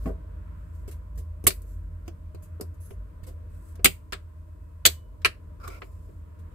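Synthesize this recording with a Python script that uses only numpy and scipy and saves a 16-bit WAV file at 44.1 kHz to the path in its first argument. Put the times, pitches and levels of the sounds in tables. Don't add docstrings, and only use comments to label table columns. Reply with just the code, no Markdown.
import sys
import numpy as np
from scipy import signal
from scipy.io import wavfile
from scipy.ndimage import uniform_filter1d

SR = 44100
rng = np.random.default_rng(int(sys.argv[2]) if len(sys.argv) > 2 else 0)


def volts_from_decibels(level):
    exponent = np.asarray(level, float) / 20
    return 10 ** exponent


def waveform_to_disk(signal):
    frames = np.transpose(np.atleast_2d(signal))
    scaled = np.clip(frames, -1, 1) * 32767
    samples = np.round(scaled).astype(np.int16)
    wavfile.write(sys.argv[1], SR, samples)


N = 288414

# t/s, tick/dB, thud/dB, knock/dB, fizz/dB
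SHELL_CRACKS = [
    (1.468, -25, -27.5, -24.5, -16),
    (1.474, -26.5, -49, -36, -17),
    (1.505, -38, -47.5, -40.5, -44.5),
    (3.845, -17, -25.5, -24.5, -13),
    (3.856, -19, -26.5, -16, -18.5),
    (4.853, -14, -27.5, -20.5, -15.5),
    (4.861, -17.5, -30.5, -24.5, -14),
    (5.2476, -20.5, -34.5, -17, -32.5),
    (5.255, -28.5, -33, -20.5, -30.5),
]
# t/s, tick/dB, thud/dB, fizz over tick/dB, thud f/Hz
CLAW_TAPS = [(1.44, -60.5, -36.5, 9.5, 249), (1.619, -75.5, -90, 16, 440), (2.079, -54.5, -43.5, 0.1, 340),
             (2.347, -63.5, -48, 0, 350), (2.598, -78, -42, -3, 401), (2.61, -49.5, -36.5, 7, 358),
             (2.907, -61.5, -47, -0.5, 400), (3.755, -67, -58, 5, 420), (3.793, -71, -45.5, -18, 380),
             (4.123, -39.5, -41, -5, 320), (4.131, -38, -46, -5.5, 380), (5.218, -63.5, -73, -2.4, 400),
             (5.678, -53, -42.5, 4, 350), (5.819, -52.5, -43.5, -21.5, 410), (6.09, -78, -51, -3.5, 329.3)]
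# t/s, tick/dB, thud/dB, thud f/Hz
FAR_BUMPS = [
    (0.058, -58.5, -32.5, 242),
    (0.071, -61.5, -38, 250),
    (0.089, -71, -32, 402),
]
# t/s, tick/dB, thud/dB, fizz over tick/dB, contact length/ms
FOOT_SCUFFS = [(.877, -63, -55.5, 6, 26), (.912, -64, -69, 8, 25), (1.153, -81, -83, 9, 31),
               (1.175, -66.5, -57.5, 9, 32), (2.056, -79.5, -79.5, 2, 30), (2.422, -75, -75, 12, 46),
               (2.74, -88.5, -77.5, 15.5, 18), (3.232, -65, -76, 2.5, 17), (3.266, -65.5, -56, 7, 39),
               (3.546, -81, -76.5, 7.5, 7.3), (6.389, -77.5, -67, 4, 24), (6.516, -83, -65, 2.3, 18)]
# f/Hz, t60/s, level/dB
TRAY_MODES = [(175.4, 0.26, 11), (258, 0.031, -1), (340, 0.031, 0), (384, 0.11, -0.5), (440, 0.093, -6),
              (580, 0.1, -2), (650, 0.18, -4)]
# low f/Hz, high f/Hz, t60/s
PEN_BANDS = [(2529, 4970, 0.068), (100, 800, 0.084), (1080, 2300, 0.048), (5800, 10500, 0.05),
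             (10500, 14800, 0.037)]
# t/s, f/Hz, t60/s, level/dB
PLATE_RINGS = [(.058, 258, .14, -24.5), (.058, 175.4, 0.27, -33.5), (0.061, 440, 0.22, -37.5),
               (.062, 650, 0.25, -35), (.058, 1100, 0.092, -38.5), (.071, 266, 0.081, -26),
               (.2, 1540, 0.71, -67), (1.467, 1780, 0.029, -25.5), (1.468, 1120, .04, -30.5),
               (2.08, 334, 0.088, -32), (2.346, 344, 0.073, -45), (2.601, 436, 0.066, -35),
               (2.909, 400, .08, -39), (3.846, 796, 0.094, -26), (3.856, 1590, .04, -24),
               (.066, 778, .1, -35), (.88, 403, 0.097, -42), (4.852, 3017, 0.064, -17.5),
               (4.86, 3385, 0.076, -17.5), (4.862, 2980, 0.49, -55), (4.862, 5400, 0.18, -56),
               (5.254, 1300, 0.039, -17), (5.254, 1120, 0.026, -25.5), (5.818, 1174, 0.036, -37.5)]
# t/s, pressure/dB, place (0 middle, 1 rim)
SCRAPE_PATH = [
    (5.6, -59, 0.0088),
    (5.628, -64, .01),
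    (5.64, -44.5, .1),
    (5.68, -47.5, .01),
    (5.696, -57, .3),
    (5.712, -47.5, 0.4),
    (5.752, -51.5, 0.89),
    (5.77, -51.5, 0.64),
    (5.8, -62, 0.27),
]
# f/Hz, width/Hz, level at middle/dB, level at rim/dB
SCRAPE_MODES = [(1195, 146, 2.5, -15), (1358, 66, -5, -5.5), (2280, 280, -14, -1.5), (4960, 270, -16, -18)]
# start t/s, loudest t/s, end t/s, loudest level/dB, fall to end/dB
SLOW_DRAGS = [
    (0.0, 0.067, .14, -62.5, -15),
    (.55, 0.737, .87, -73.5, -7),
    (1.629, 1.704, 1.85, -69.5, -13),
    (2.803, 2.835, 2.93, -60.5, -4),
    (3.497, 3.69, 3.75, -66.5, -8),
    (5.801, 5.823, 6.2, -70, -12),
]
# f/Hz, width/Hz, level/dB
DRAG_COLOURS = [
    [(5170, 4200, -1), (12060, 7500, 2)],
    [(7550, 1100, -15), (11400, 12000, -2)],
    [(7200, 2100, -4.5), (11510, 3500, -1)],
    [(6580, 190, -13), (11030, 450, -5), (10600, 8000, -7)],
    [(8120, 200, -10), (10400, 490, -9), (11000, 12000, 5)],
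    [(5200, 190, -8), (7300, 670, -4), (11000, 12000, 8)],
]
# t/s, f/Hz, peak level/dB
HAND_JOLTS = [(.878, 89, -29.5), (1.176, 89.84, -31), (1.467, 74.6, -12), (2.079, 91.3, -35),
              (2.346, 95, -32), (2.909, 91, -32), (3.231, 90, -29.5), (3.844, 85.2, -17.5),
              (4.129, 89.8, -33), (4.853, 100, -28), (5.251, 95, -34), (5.676, 90, -37)]
# t/s, firing f/Hz, level/dB
ENGINE_RUN = [
    (0, 53, -29),
    (.05, 53.5, -29.5),
    (.2, 53.8, -40.5),
    (.9, 55.5, -44),
    (1.2, 55.2, -41),
    (1.5, 50.16, -40),
    (1.7, 47.44, -40),
    (1.88, 45.5, -34),
    (2.15, 46.4, -53.5),
]
# t/s, level/dB
HUM_LEVEL = [(0.0, -41.5), (1.0, -43), (1.05, -55), (1.24, -39), (1.69, -44.5), (3.01, -42.5), (3.15, -62),
             (3.2, -43), (6.54, -48)]
# t/s, f/Hz, peak level/dB
SOFT_THUDS = [(0.721, 84, -40), (.93, 76, -40), (3.01, 50, -31.5), (3.229, 84, -36), (3.409, 50, -41.5),
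              (4.15, 49, -39.5), (4.419, 80, -38), (3.549, 48, -40.5), (3.86, 48, -33.5),
              (4.629, 52, -39.5), (4.9, 78, -35.5), (5.099, 48, -40.5), (5.751, 50, -39), (6.1, 52, -44.5),
              (6.499, 52, -45)]
# f/Hz, width/Hz, level/dB
ROOM_MODES = [(48, 15, -48), (67.5, 16, -55.5), (86, 8.7, -50), (100, 18, -56.5), (160, 27, -59),
              (228, 89, -66), (305.2, 41, -66.5), (463, 110, -69), (612.4, 43, -69), (989, 160, -69),
              (1360, 610, -73), (2220, 1600, -84.5)]
# t/s, level/dB
VENT_SWELL = [(0, -64), (.45, -68), (1.64, -69), (1.9, -70), (3.8, -68.5), (4.2, -72.5), (5.7, -69.5),
              (5.9, -69.5), (6.54, -68)]
# f/Hz, width/Hz, level/dB
PORT_PEAKS = [(837, 140, -10.5), (5760, 400, -3.5), (7910, 820, 5), (12400, 2800, 3.5)]


def unit(x):
    return x / np.sqrt(np.mean(x ** 2))


def curve(table, outside=None):
    t_s, *columns = np.transpose(table)
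    return [np.interp(np.arange(N) / SR, t_s, c, left=outside, right=outside) for c in columns]


def resonance(x, hz, width_hz):
    return signal.lfilter(*signal.iirpeak(hz, hz / width_hz, SR), x)


def band(x, low_hz, high_hz):
    return signal.sosfilt(signal.butter(3, [low_hz, high_hz], "band", fs=SR, output="sos"), x)


def walk(rate_hz):
    hold = int(SR / rate_hz)
    steps = np.repeat(rng.standard_normal(N // hold + 1), hold)
    return 1.3 * uniform_filter1d(uniform_filter1d(steps, hold), hold)[:N]


def grit(scatter_db, channels=1, size=N):
    noise = rng.standard_normal((channels, size))
    return unit(noise * volts_from_decibels(scatter_db * rng.exponential(size=(channels, size))))


def contacts():
    sounds = []
    for s, *levels_db in SHELL_CRACKS:
        sounds.append((s, contact(levels_db, 1.4, 350, 1.3, 3.2, -22.5)))
    for s, tick, thud, sharp, hz in CLAW_TAPS:
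        knock = tick + 1 - 0.44 * sharp
        sounds.append((s, contact([tick, thud, knock, tick + sharp], 1.2, hz, 2.1, 4.2, -17.5)))
    for s, tick, thud, hz in FAR_BUMPS:
        levels_db = [tick - 5, thud - 3, tick + 10, tick - 3.0]
        sounds.append((s, contact(levels_db, 5.0, hz, 0.88, 2.4, -7.5)))
    for s, tick, thud, sharp, length_ms in FOOT_SCUFFS:
        levels_db = [tick + .54, thud + 5.3, tick + 0.55, tick + sharp + .4]
        sounds.append((s, contact(levels_db, length_ms, 380, 1.04, 4.0, -7)))

    out = np.zeros((2, N + SR))
    for s, sound in sounds:
        start = int(s * SR)
        out[:, start:start + sound.shape[1]] += sound
    return out[:, :N]


def contact(levels_db, length_ms, thud_hz, taper, direct, late_db, late_t60_s=.2):
    t = np.arange(SR // 5) / SR
    n = SR // 20
    burst = grit(3.0, size=n) * np.clip(1 - t[:n] * 1000 / max(length_ms, .2), 0, 1) ** taper
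    walls = grit(1.8, channels=2, size=len(t))
    walls[:, 0] = direct
    late = volts_from_decibels(late_db) * 1000 ** (-t / late_t60_s)

    tick_db, thud_db, knock_db, fizz_db = levels_db
    top_db = fizz_db - 3 + 0.6 * min(fizz_db - tick_db - 4.0, 0)
    bands_db = [tick_db, thud_db, knock_db, fizz_db - 3, top_db]
    head_n = int(max(length_ms, 12) * SR / 1000)
    out = 0
    for k, (db, (low_hz, high_hz, t60_s)) in enumerate(zip(bands_db, PEN_BANDS)):
        echoes = walls * (1000 ** (-t / t60_s) + late)
        sound = band(signal.fftconvolve(burst, echoes, axes=1)[:, :len(t)], low_hz, high_hz)
        if k == 1:
            sound = tray_thud(sound, thud_hz)
        head = sound[:, :head_n]
        out = out + volts_from_decibels(db) * sound / np.sqrt(np.mean(head ** 2, axis=1, keepdims=True))
    return out


def tray_thud(blow, thud_hz):
    out = 0
    for hz, t60_s, db in TRAY_MODES:
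        off_pitch_db = -16 * np.log2(hz / thud_hz) ** 2
        out = out + volts_from_decibels(db + off_pitch_db) * unit(resonance(blow, hz, 3.4 / t60_s))
    return out


def plate_rings():
    out, t, beat = np.zeros(N + SR), np.arange(SR // 2) / SR, walk(40)
    for s, hz, t60_s, db in PLATE_RINGS:
        span = slice(int(s * SR), int(s * SR) + len(t))
        out[span] += volts_from_decibels(db + 2.5 * beat[span]) * np.sin(2 * np.pi * hz * t) * 1000 ** (-t / t60_s)
    return out[:N]


def shell_scrape():
    span = slice(int(5.55 * SR), int(5.85 * SR))
    pressure_db, place = [column[span] for column in curve(SCRAPE_PATH)]
    touching = curve(SCRAPE_PATH, outside=0)[0][span] < 0

    def share(middle_db, rim_db):
        return volts_from_decibels(pressure_db + middle_db + place * (rim_db - middle_db))

    slips = grit(2.2, channels=2, size=len(place)) * volts_from_decibels(2.0 * walk(150)[span])
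    body = 0
    for hz, width_hz, middle_db, rim_db in SCRAPE_MODES:
        mode = resonance(resonance(slips, hz, width_hz), hz, 3 * width_hz)
        body = body + share(middle_db, rim_db) * volts_from_decibels(3.0) * unit(mode)
    rumble = share(-3, -0.5) * unit(band(slips, 272, 690))
    rasp = volts_from_decibels(0.5) * unit(band(slips, 6500, 16000)) + volts_from_decibels(1.5) * unit(band(slips, 1100, 4800))
    out = np.zeros((2, N))
    out[:, span] = (body + rumble + share(-15.5, -13) * rasp) * touching
    return out


def drags():
    rise_db_per_s, tail_s = 53, .03
    out = np.zeros((2, N))
    for (start, loud, end, top_db, fall_db), modes in zip(SLOW_DRAGS, DRAG_COLOURS):
        span = slice(int(max(start, 0) * SR), int((end + tail_s) * SR))
        level_db = curve([(start, top_db - rise_db_per_s * (loud - start)),
                          (loud, top_db),
                          (end, top_db + fall_db),
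                          (end + tail_s, top_db + fall_db - 15)])[0]
        rub = grit(2.5, channels=2, size=span.stop - span.start)
        colour = 0
        for hz, width_hz, db in modes:
            patchy = volts_from_decibels(db + 2.2 * walk(27.07)[span])
            colour = colour + patchy * unit(resonance(rub, hz, width_hz))
        out[:, span] += volts_from_decibels(level_db[span] + 1.3 * walk(60)[span]) * unit(band(colour, 3000, 17000))
    return out


def jolts(t60_s=0.029):
    out, t = np.zeros((2, N)), np.arange(SR // 8) / SR
    for s, hz, db in HAND_JOLTS:
        start = int(s * SR)
        swing = np.sin(2 * np.pi * hz * t) * 1000 ** (-t / t60_s)
        out[1, start:start + len(t)] += volts_from_decibels(db + 5.5) * swing
    return out


def engine():
    hz, level_db = curve(ENGINE_RUN)
    fade_db = -30 * np.clip(np.arange(N) / SR - ENGINE_RUN[-1][0], 0, None)
    phase = 2 * np.pi * np.cumsum(hz + .6 * walk(15)) / SR
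    return np.sqrt(2) * volts_from_decibels(level_db + fade_db + 1.8 * walk(18)) * np.sin(phase)


def hum():
    hum_hz, beat_hz, beat_s, beat_length_s, beat_db = 80, 7.1, 2.68, 0.49, -43.5
    t = np.arange(N) / SR - beat_s
    phase = 2 * np.pi * np.cumsum(hum_hz + 1.2 * walk(12)) / SR
    first = volts_from_decibels(curve(HUM_LEVEL)[0] + 2.2 * walk(17)) * np.sin(phase)
    second = volts_from_decibels(beat_db) * np.exp(-(t / beat_length_s) ** 2) * np.sin(phase + 2 * np.pi * beat_hz * t)
    return np.sqrt(2) * (first + second)


def floor_thuds(length_s=0.056):
    out = np.zeros(N)
    for s, hz, db in SOFT_THUDS:
        t = np.arange(N) / SR - s
        out += volts_from_decibels(db) * np.exp(-(t / length_s) ** 2) * np.sin(2 * np.pi * hz * t)
    return out


def ventilation(hiss_db=-76):
    swell_db = curve(VENT_SWELL)[0]
    swell_db = swell_db - swell_db.mean()
    out = volts_from_decibels(hiss_db) * rng.standard_normal((2, N))
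    for hz, width_hz, db in ROOM_MODES:
        noise = rng.standard_normal((2, N))
        mid, side = unit(resonance(resonance(noise, hz, 1.3 * width_hz), hz, 1.3 * width_hz))
        spread = min(hz / 400., 1)
        out = out + volts_from_decibels(db + swell_db + 1.4 * walk(6.4)) * (mid + spread * side * np.array([[1], [-1]]))
    return out


def fan_whine():
    whine_hz, level_db, swing_db, period_s, peak_s = 2560, -89.5, 5.5, 1.05, 2.6
    swing = np.cos(2 * np.pi * (np.arange(N) / SR - peak_s) / period_s)
    phase = 2 * np.pi * np.cumsum(whine_hz + 4 * walk(5.8)) / SR
    return volts_from_decibels(level_db + swing_db * swing + 1.5 * walk(3.5)) * np.sin(phase)


def scene():
    tortoise = contacts() + plate_rings() + shell_scrape() + drags() + jolts()
    return tortoise + engine() + hum() + floor_thuds() + ventilation() + fan_whine()


def top_cut(x):
    return signal.sosfilt(signal.butter(12, 16370, fs=SR, output="sos"), x)


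def record(dry):
    for hz, width_hz, db in PORT_PEAKS:
        dry = dry + (volts_from_decibels(db) - 1) * resonance(dry, hz, width_hz)
    treble_cut = signal.ellip(8, .2, 40, 15600, fs=SR, output="sos")
    mix = signal.sosfilt(treble_cut, np.clip(dry, -1, 1))
    return top_cut(np.clip(mix, -1, 1))


dry = scene()
out = record(dry)
waveform_to_disk(out)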